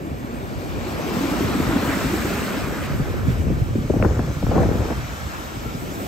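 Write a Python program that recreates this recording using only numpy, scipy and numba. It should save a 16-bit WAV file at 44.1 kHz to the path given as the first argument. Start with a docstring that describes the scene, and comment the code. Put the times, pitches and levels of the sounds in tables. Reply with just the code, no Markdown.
"""On a sandy beach, a small wave spills a few metres away, runs up as foam and drains; the next gathers.
Trapped air pockets gulp, small bubbles ring together as a wash, droplets patter and foam fizzes.
Spent water trickles back through the sand, and surf further off makes a steady rush.
Wind rumbles on a phone's microphones all along and buffets them hard once the wave is spent."""
import sys
import numpy as np
from scipy import signal
from scipy.fft import rfft, irfft, next_fast_len
from scipy.io import wavfile
from scipy.ndimage import uniform_filter1d, map_coordinates
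from numba import njit

SR = 44100
rng = np.random.default_rng(int(sys.argv[2]) if len(sys.argv) > 2 else 0)


def wav_out(sig):
    """Save sig, one row per channel (or a flat mono array), as 16-bit PCM at SR to the path in sys.argv[1]."""
    wavfile.write(sys.argv[1], SR, np.round(np.clip(np.atleast_2d(sig).T, -1, 1) * 32767).astype(np.int16))


N = 267687

# Levels are relative. Pan is left minus right. A colour says how strong each pitch is.
# waves: break t/s, tumble/s, white water/dB, trapped air/dB, fizz/dB, spray/dB, starting fizz pan/dB
WAVES = [(-2, 1.3, -52, -25.5, -50, -45, 1), (1.1926, 1.3, -30, -24.5, -37, -41, 6),
         (4.5, 0.87, -37.5, -65, -46.5, -50.5, 1), (6, 1.2, -37.5, -30, -47.5, -43, -6)]
# the biggest air pockets: t/s, level/dB, starting f/Hz, length/s
GULPS = [(1.167, -10, 203, 0.035), (1.208, -18.5, 271.4, 0.24), (1.314, -19.5, 282, 0.14),
         (1.406, -8.5, 325, 0.02), (1.559, -16.5, 198, 0.071), (1.6, -6, 292, 0.022),
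         (1.729, -14, 282, 0.099), (1.76, -6, 253, 0.039), (1.835, -16, 276, 0.064),
         (1.885, -15, 284, 0.071), (2.047, -15, 250.4, 0.11), (2.14, -11, 316, 0.017)]
# pitch of the main bubble size in the white water: t/s, f/Hz
BUBBLE_PITCH = [(0, 640), (.8, 610), (1.5, 1090), (2.3, 1690), (3.0, 1710), (3.6, 1190), (5.2, 1570),
                (5.65, 720), (6.07, 700)]
# tongues of water landing: t/s, level/dB, centre f/Hz, length/s
SPLASHES = [(1.889, -31, 1750, 0.062), (2.823, -37.5, 2100, 0.043), (3.281, -39, 1690, 0.042)]
# showers of droplets: t/s, hold/s, level/dB, fade/s
SPATTERS = [(1.85, 0.48, -39.5, .3), (2.83, .025, -45, .025), (3.28, 0.048, -45, .025),
            (5.21, .04, -56, .025)]
# water draining away: t/s, trickle/dB, hiss/dB, pan/dB
BACKWASH = [(0, -68, -80, 15), (3.0, -53.5, -60, 10), (3.65, -62, -59, 9), (4.1, -49.5, -51, 7),
            (5.0, -45.5, -51, 10), (5.4, -46, -52.5, 14), (6.07, -47, -55, 6)]
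# gusts, large slow swirls of air: t/s, hold/s, level/dB, part unlike between the microphones/dB
GUSTS = [(0.115, 0.065, -33.5, -6), (.36, 0.22, -40, 3), (0.757, 0.027, -28.5, -1),
         (1.41, 0.033, -26.5, -8), (1.66, 0.08, -24.5, -9), (2.05, 0.35, -32, -11), (2.6, .2, -33, -1),
         (2.92, 0.25, -28.5, 1.5), (3.296, 0.044, -19, -6), (3.465, .1, -21, -5.5),
         (3.73, 0.042, -24.5, -6), (3.942, 0.36, -24, -16), (4.06, .025, -22, -22), (4.44, 0.37, -25, -15),
         (4.57, 0.046, -19.5, -3), (4.94, 0.06, -29.5, -7.5), (5.155, 0.01, -33, -5),
         (5.62, 0.35, -36.5, -9)]
# flurries of small fast swirls: t/s, hold/s, level/dB
FLURRIES = [(3.29, 0.24, -37), (3.94, 0.3, -31), (4.05, 0.0082, -16.5), (4.09, 0.033, -27),
            (4.28, 0.039, -31), (4.51, 0.345, -26), (4.555, 0.087, -21), (4.89, 0.038, -25)]
# single swirls that slap the microphones: t/s, level/dB, starting f/Hz, length/s
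BUFFETS = [(2.996, -14, 483, 0.018), (3.14, -22, 700, 0.0092), (3.276, -11.5, 430, .02),
           (3.387, -17, 200, 0.016), (3.415, -14, 260, 0.0091), (3.466, -15.5, 634, 0.0096),
           (3.483, -13, 261, 0.0087), (3.501, -15, 707, 0.018), (3.611, -10.5, 350, 0.0088),
           (3.688, -17.5, 220, 0.012), (3.75, -14.5, 591, 0.02), (3.781, -13, 473, 0.0084),
           (3.81, -21, 396, 0.0091), (3.842, -19, 235, 0.016), (3.898, -8, 867, 0.0098),
           (3.937, -13, 866, 0.0091), (3.962, -13, 855, 0.0098), (3.999, -12, 1010, 0.0061),
           (4.025, -12.5, 3400, 0.0021), (4.027, -10, 760, 0.0053), (4.048, -14.5, 2590, 0.0042),
           (4.053, -9.5, 776, 0.013), (4.188, -14, 698, 0.014), (4.191, -21, 2044, 0.0079),
           (4.368, -13.5, 330, 0.0046), (4.425, -19.5, 1240, 0.0066), (4.435, -9.5, 597, 0.0085),
           (4.466, -20, 2430, 0.0023), (4.468, -12.5, 520, 0.0048), (4.491, -14, 915, 0.006),
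           (4.512, -15.5, 1293, 0.011), (4.562, -10, 700, 0.006), (4.578, -12.5, 1496, 0.008),
           (4.603, -16.5, 1700, 0.0052), (4.652, -8.5, 563, 0.0083), (4.688, -12.5, 780, 0.0079),
           (4.713, -8.5, 840, 0.003), (4.754, -13.5, 640, .005), (4.804, -13.5, 710, 0.0057),
           (4.856, -15, 860, 0.0048), (5.569, -24, 557, 0.01), (5.654, -24, 754, 0.011),
           (5.744, -20.5, 513, 0.017), (5.85, -24, 300, 0.0064)]

# colours of the water sounds: f/Hz, level/dB
PLUNGE_COLOUR = [(70, -12), (150, -3.5), (270, 1), (420, -4), (700, -11), (1300, -0.5), (3000, -57)]
WASH_COLOUR = [(250, -4), (550, 1.5), (900, -2.5), (1350, -0.5), (2000, -5), (3000, -16), (6000, -58)]
FIZZ_COLOUR = [(900, -45), (1700, -5.5), (2400, -1.5), (3300, -4.5), (4500, -7), (6000, -9.5),
               (8000, -17.5), (15000, -63)]
SPRAY_COLOUR = [(3000, -8), (6000, -4.5), (7300, -1.5), (8500, 2.5), (9500, -3.5), (10600, -5.5),
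                (11700, 2.5), (13000, -3), (15500, -2.5)]
SPATTER_COLOUR = [(2000, -16), (4000, -3), (6000, -1.5), (8300, 2), (11000, -5.5), (15000, -1)]
TRICKLE_COLOUR = [(800, -20), (1350, 5), (2300, -23), (3200, -6), (3900, -9), (4700, -16), (7200, -19),
                  (15000, -60)]
SAND_COLOUR = [(3500, -26), (4900, -5), (5400, -0.5), (6300, 0.5), (7200, -4), (9000, -22), (15000, -52)]
FAR_SURF_COLOUR = [(100, -6.5), (300, 0.5), (550, -5.5), (900, -11), (1600, -15.5), (2400, -14.5),
                   (3200, -32), (5000, -35), (15000, -51)]
# colours of the wind sounds: f/Hz, level/dB
RUMBLE_COLOUR = [(15, -34), (30, -28), (50, -1.5), (75, -0.5), (120, -3), (180, -12), (300, -19),
                 (700, -34), (2000, -110)]
FLUTTER_COLOUR = [(70, -28), (170, 5), (300, -1), (550, -2), (850, -18), (1400, -60), (2400, -56),
                  (5000, -73)]
RASP_COLOUR = [(250, -21), (600, 10.5), (1150, 0.5), (1800, -5), (2600, -22), (5000, -68)]
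# small swirls differ most between the microphones: f/Hz, level/dB
ACROSS_TILT = [(30, -6), (70, -2), (160, 2), (400, 4.5)]

# how alike left and right are: f/Hz, likeness from 0 to 1
SEA_LIKENESS = [(100, 0.52), (300, 0.66), (700, 0.65), (1000, 0.56), (1350, 0.6), (1900, 0.3), (2450, 0.7),
                (3300, 0.5), (4500, 0.67), (5500, 0.19), (6300, .28), (7300, 0.98), (8600, 0.59), (9400, 1),
                (10700, 1), (11700, 0.59), (13400, 0.99), (15300, .55)]
WIND_LIKENESS = [(50, 0.66), (150, 0.96), (400, 0.85), (1200, 0.38)]
# how much more the left microphone picks up: f/Hz, pan/dB
SEA_BALANCE = [(400, 0.6), (700, -1.5), (1500, .3), (2200, -1.7), (3000, 1.2), (4200, -1.4), (5500, 1),
               (7000, -1.7), (9000, 0)]
WIND_BALANCE = [(550, 0.5), (900, 6), (2500, 1)]
# how much sooner the loudest surf reaches the left microphone: t/s, lead/ms
SURF_LEAD = [(0, .39), (.4, 0.37), (.9, 0.18), (1.5, 0.11), (2.2, -0.026), (2.8, 0.0017), (3.5, -0.31),
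             (4.3, -0.15), (5.1, -0.23), (5.6, -0.37), (6.07, -0.36)]
# a steady phase shift between left and right at high pitches: f/Hz, left lead/radians
TREBLE_PHASE = [(2200, -.35), (3100, .8), (4800, .7), (6000, -.2), (7300, -.05), (8400, -1.15), (9250, -3),
                (10800, -3.3), (11700, -4.85), (12600, -6.2), (14300, -6.35), (15400, -8.7)]

OPPOSITE = np.array([[1], [-1]])  # adds an "across" sound on the left, takes it away on the right


def plunge(tumble_share=0.85):
    """Large pockets of air rumble under the falling crest, mostly in the first part of the tumble."""
    pockets = bubbles(per_s=420, low_hz=126.7, high_hz=764, cycles=16.7,
                      spread_db=2.5, glide=0.19, churn_db=-6.5)
    gain = together(undb(air_db) * surge(s, tumble_share * lasts, rise_db_per_s=20, fall_db_per_s=7)
                    for s, lasts, _, air_db, *_ in WAVES)
    return at_mics(pockets, PLUNGE_COLOUR, SEA_LIKENESS) * gain * undb(0.5 * wander(14))


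def gulps(glide=0.28):
    """The biggest air pockets ring out above the rest, rising in pitch."""
    s, db, hz, length = np.transpose(GULPS)
    rung = ring((s * SR).astype(np.int64), hz * 1., length * hz, undb(db + 0.5), glide)
    # a pocket takes a cycle or so to pinch off, which softens its start
    return signal.sosfilt(signal.butter(2, [140, 480], "band", fs=SR, output="sos"), rung)


def wash(crowd_db=1.0, lag_s=0.014):
    """White water: a swarm of small bubbles, crowding round one size, comes in uneven sloshes."""
    swarm = bubbles(per_s=2200, low_hz=451.6, high_hz=4015, cycles=34,
                    spread_db=2.0, glide=0.14, churn_db=9.0)
    water = at_mics(swarm, WASH_COLOUR, SEA_LIKENESS)
    crowd = np.array([band(side, curve(BUBBLE_PITCH), 1.0) for side in water])
    gain = together(undb(water_db) * surge(s + lag_s, lasts, rise_db_per_s=10.5, fall_db_per_s=11.5)
                    for s, lasts, water_db, *_ in WAVES)
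    return unit(water + undb(crowd_db) * crowd) * gain * undb(0.84 * wander(22.67))


def foam(spray_lag_s=0.051, peel_db_per_s=3):
    """Foam fizzes over the sand with each wave, and its thinnest films burst as a fine hiss."""
    t = np.arange(N) / SR
    fizz_gains, spray_gains = [], []
    for s, lasts, _, _, fizz_db, spray_db, start_pan_db in WAVES:
        # the break travels along the crest from left to right
        pan_db = start_pan_db - peel_db_per_s * np.clip(t - s, 0, lasts)
        fizz_gains.append(undb(fizz_db + OPPOSITE * pan_db / 2) * foaming(s, lasts))
        spray_gains.append(undb(spray_db) * foaming(s + spray_lag_s, lasts))
    froth = bubbles(per_s=5000, low_hz=1529, high_hz=9190, cycles=29,
                    spread_db=0.5, glide=0.054, churn_db=6.0)
    films = bubbles(per_s=7000, low_hz=5000, high_hz=17100, cycles=25,
                    spread_db=-0.5, glide=.05, churn_db=6.0)
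    froth = patchy(froth, depth_db=2.0, patch_hz=179, patch_s=.06)
    films = patchy(films, depth_db=3.0, patch_hz=131.1, patch_s=.06)
    fizz = at_mics(froth, FIZZ_COLOUR, SEA_LIKENESS) * together(fizz_gains) * undb(0.48 * wander(27.04))
    spray = at_mics(films, SPRAY_COLOUR, SEA_LIKENESS) * together(spray_gains) * undb(0.84 * wander(35))
    return fizz + spray


def splashes(width=0.8, across_db=-5):
    """A sheet of water lands, throws up a burst of droplets and dies away."""
    out = np.zeros((2, N))
    t = np.arange(SR // 4) / SR
    for s, db, hz, length in SPLASHES:
        centre = np.full(len(t), float(hz))
        noises = rng.standard_normal((2, len(t)))
        shared, across = (unit(band(band(noise, centre, width), centre, width)) for noise in noises)
        burst = undb(db) * (shared + undb(across_db) * across * OPPOSITE) * pulse(t / length)
        start = int(s * SR)
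        out[:, start:start + len(t)] += burst[:, :N - start]
    return out


def spatter(attack_s=0.021):
    """Thrown droplets rain back on the water as a bright patter."""
    drops = bubbles(per_s=4100, low_hz=2940, high_hz=15400, cycles=33,
                    spread_db=-0.5, glide=.05, churn_db=-1)
    gain = together(puff(s, holds, db, attack_s, fade_s) for s, holds, db, fade_s in SPATTERS)
    return at_mics(drops, SPATTER_COLOUR, SEA_LIKENESS) * gain


def backwash():
    """The spent wave trickles back down the beach and hisses through the coarse sand."""
    swarm = bubbles(per_s=2700, low_hz=964, high_hz=8190, cycles=144,
                    spread_db=4.0, glide=0.042, churn_db=10.0)
    swarm = patchy(swarm, depth_db=3, patch_hz=168.5, patch_s=.07)
    trickle = at_mics(swarm, TRICKLE_COLOUR, SEA_LIKENESS) * undb(curve(BACKWASH))
    sand = patchy(rng.standard_normal((2, N)), depth_db=3.5, patch_hz=222, patch_s=.08)
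    hiss = at_mics(sand, SAND_COLOUR, SEA_LIKENESS) * undb(curve(BACKWASH, column=2))
    pan_db = curve(BACKWASH, column=3)
    return (trickle + hiss) * undb(0.28 * wander(12) + OPPOSITE * pan_db / 2)


def rumble(breeze_db=-37, breeze_across_db=-6):
    """Breeze and gusts press on both microphones at once; smaller swirls strike each differently."""
    size = next_fast_len(N)
    pressure = rng.standard_normal((2, N)) * undb(2.04 * wander(60))
    colours = np.array([over_hz(RUMBLE_COLOUR), over_hz(RUMBLE_COLOUR) + over_hz(ACROSS_TILT)])
    shared, across = unit(irfft(rfft(pressure, size) * undb(colours), size)[:, :N])
    gusts = [puff(s, holds, db, attack_s=0.057, fade_s=0.15) for s, holds, db, _ in GUSTS]
    gusts_across = [gust * undb(across_db) for gust, (*_, across_db) in zip(gusts, GUSTS)]
    shared_gain = together([undb(breeze_db)] + gusts)
    across_gain = together([undb(breeze_db + breeze_across_db)] + gusts_across)
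    return shared * shared_gain + across * across_gain * OPPOSITE


def flurries(ragged_db=1.56, rasp_db=-24, rasp_growth=1.06):
    """Small fast swirls of air add a ragged flutter, and a rasp that grows with their strength."""
    ragged = undb(ragged_db * wander(220))
    flutter = at_mics(rng.standard_normal((2, N)) * ragged, FLUTTER_COLOUR, WIND_LIKENESS)
    rasp = at_mics(rng.standard_normal((2, N)) * ragged, RASP_COLOUR, WIND_LIKENESS)
    strength = together(puff(*flurry, attack_s=0.02, fade_s=0.0083) for flurry in FLURRIES)
    return flutter * strength + rasp * undb(rasp_db) * (strength / strength.max()) ** rasp_growth


def buffets(slowing=0.7, swing_db=-4, across_db=-9):
    """A swirl of air strikes sharply, then its ragged pressure swings slow down and die away."""
    out = np.zeros((2, N))
    t = np.arange(SR // 8) / SR
    for s, db, hz, length in BUFFETS:
        age = t / length
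        turns = hz * length / slowing * np.log1p(slowing * age)
        # two random pressures a turn, passing ever more slowly
        shared, across = (map_coordinates(row, [2 * turns], order=3, mode="mirror")
                          for row in rng.standard_normal((2, 256)))
        pressure = shared + undb(swing_db) * np.sin(np.pi * turns) + undb(across_db) * across * OPPOSITE
        envelope = pulse(age)
        blow = undb(db) * unit(pressure * envelope) * np.sqrt(np.mean(envelope ** 2))
        start = int(s * SR)
        out[:, start:start + len(t)] += blow[:, :N - start]
    return out


def far_surf(level_db=-40):
    """Surf further along the beach blurs into a steady rush."""
    rush = at_mics(rng.standard_normal((2, N)), FAR_SURF_COLOUR, SEA_LIKENESS)
    return rush * undb(level_db + 0.56 * wander(5.5))


def bubbles(per_s, low_hz, high_hz, cycles, spread_db, glide, churn_db):
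    """Two unrelated swarms of bubbles of mixed strength, over the noise of churning water."""
    swarms = []
    for seed in rng.integers(2 ** 30, size=2):
        when, pitch, life, faintness = np.random.default_rng(seed).random((int(per_s * N / SR), 4)).T
        hz = low_hz * (high_hz / low_hz) ** pitch
        gain = undb(-spread_db * np.log(np.maximum(faintness, np.exp(-4)))) * np.sqrt(hz)
        swarms.append(unit(ring((when * N).astype(np.int64), hz, cycles * (.5 + life), gain, glide)))
    return np.array(swarms) + undb(churn_db) * rng.standard_normal((2, N))


@njit
def ring(start, hz, cycles, gain, glide):
    """Each bubble is a fading tone that climbs in pitch as it nears the surface."""
    out = np.zeros(N)
    for k in range(len(start)):
        life, phase = cycles[k] * SR / hz[k], 0.
        for i in range(min(int(life), N - start[k])):
            phase += 2 * np.pi * hz[k] / SR * (1 + glide * i / life)
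            out[start[k] + i] += gain[k] * np.exp(-5 * i / life) * np.sin(phase)
    return out


def patchy(pair, depth_db, patch_hz, patch_s):
    """Bubbles burst in clusters of like size, so narrow ranges of pitch swell and fade at random."""
    hz, t, cells = signal.stft(pair, SR, nperseg=1024)
    grid = np.meshgrid(hz / patch_hz, t / patch_s, indexing="ij")
    swell = map_coordinates(rng.standard_normal((256, 256)), grid, mode="mirror")
    return unit(signal.istft(cells * undb(depth_db * swell), SR)[1][:, :N])


def surge(breaks, lasts, rise_db_per_s, fall_db_per_s, crest_db=0.93):
    """Loudness of one wave: it builds to the break, swells as it tumbles, then falls at the set rate."""
    age = np.arange(N) / SR - breaks
    crest = crest_db * np.sin(np.pi * np.clip(age / lasts, 0, 1))
    return undb(crest - rise_db_per_s * np.maximum(-age, 0) - fall_db_per_s * np.maximum(age - lasts, 0))


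def foaming(breaks, lasts, linger_db=-11):
    """Loudness of one wave's foam: most bursts as the wave runs up, the rest fizzes on steadily."""
    bursting = surge(breaks, lasts, rise_db_per_s=15, fall_db_per_s=16)
    lingering = undb(linger_db) * surge(breaks, lasts, rise_db_per_s=15, fall_db_per_s=0)
    return together([bursting, lingering])


def puff(s, holds, db, attack_s, fade_s):
    """Loudness of one gust or shower: it rises, holds and fades."""
    t = np.arange(N) / SR
    return undb(db) * np.exp(-np.maximum(s - t, 0) / attack_s - np.maximum(t - s - holds, 0) / fade_s)


def pulse(age):
    """A quick rise to 1 at age 0.5, then a slower fade."""
    return 2 * age * np.exp(1 - 2 * age)


def at_mics(pair, colour, likeness):
    """Colour two unrelated sounds and blend them into a partly alike left and right."""
    size = next_fast_len(N)
    mid, side = rfft(pair, size) * undb(over_hz(colour))
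    alike = np.clip(over_hz(likeness), 0, .96)
    mid, side = mid * np.sqrt(1 + alike), side * np.sqrt(1 - alike)
    return unit(irfft(np.array([mid + side, mid - side]), size)[:, :N])


def travel(pair, treble_above_hz=2136):
    """Surf reaches the nearer microphone first, so it moves across as the break runs along the beach."""
    hz, t, cells = signal.stft(pair, SR, nperseg=1024)
    lead_s = np.interp(t, *np.transpose(SURF_LEAD)) / 1000
    treble = np.interp(hz, *np.transpose(TREBLE_PHASE))
    phase = np.where(hz[:, None] < treble_above_hz, 2 * np.pi * np.outer(hz, lead_s), treble[:, None])
    return signal.istft(cells * np.exp(.5j * np.array([phase, -phase])), SR)[1][:, :N]


def lean(pair, balance):
    """Tip each range of pitch towards one microphone."""
    size = next_fast_len(N)
    return irfft(rfft(pair, size) * undb(over_hz(balance) * OPPOSITE / 2), size)[:, :N]


@njit
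def band(x, hz, width):
    """Keep the pitches near a centre that can move; width is a share of that centre."""
    out, band_state, low_state = np.empty(len(x)), 0., 0.
    for i in range(len(x)):
        tuning = np.tan(np.pi * hz[i] / SR)
        passed = (band_state + tuning * (x[i] - low_state)) / (1 + tuning * (tuning + width))
        band_state = 2 * passed - band_state
        low_state += 2 * tuning * passed
        out[i] = width * passed
    return out


def wander(rate):
    """A smooth random wobble that changes about rate times a second."""
    step = max(int(SR / rate), 1)
    stairs = np.repeat(rng.standard_normal(N // step + 2), step)
    return unit(uniform_filter1d(stairs, step)[step // 2:step // 2 + N])


def curve(rows, column=1):
    """One column of a table, joined by straight lines in time."""
    rows = np.array(rows)
    return np.interp(np.arange(N) / SR, rows[:, 0], rows[:, column])


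def over_hz(points):
    """A table read at every frequency, with octaves evenly spaced."""
    hz, value = np.transpose(points)
    return np.interp(np.log(np.fft.rfftfreq(next_fast_len(N), 1 / SR) + 1), np.log(hz), value)


def together(gains):
    """Unrelated sounds add in power."""
    return np.sqrt(sum(gain ** 2 for gain in gains))


def undb(db):
    """Turn decibels into a multiplier."""
    return 10 ** (np.asarray(db) / 20)


def unit(x):
    """Scale to an average power of 1."""
    return x / np.sqrt(np.mean(x ** 2))


def scene():
    """The surf with the wind on top."""
    surf = plunge() + gulps() + wash() + splashes() + spatter() + foam() + backwash() + far_surf()
    wind = rumble() + flurries() + undb(-2.55) * buffets()
    return lean(travel(surf), SEA_BALANCE) + lean(wind, WIND_BALANCE)


def record(dry, ceiling=0.9, low_hz=29, top_hz=15600):
    """The phone thins the deepest rumble, rounds the hardest buffets and cuts the highest hiss."""
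    thinned = signal.sosfilt(signal.butter(4, low_hz, "high", fs=SR, output="sos"), dry)
    rounded = ceiling * np.tanh(thinned / ceiling)
    return signal.sosfilt(signal.ellip(8, .2, 70, top_hz, fs=SR, output="sos"), rounded)


dry = scene()
out = record(dry)
wav_out(out)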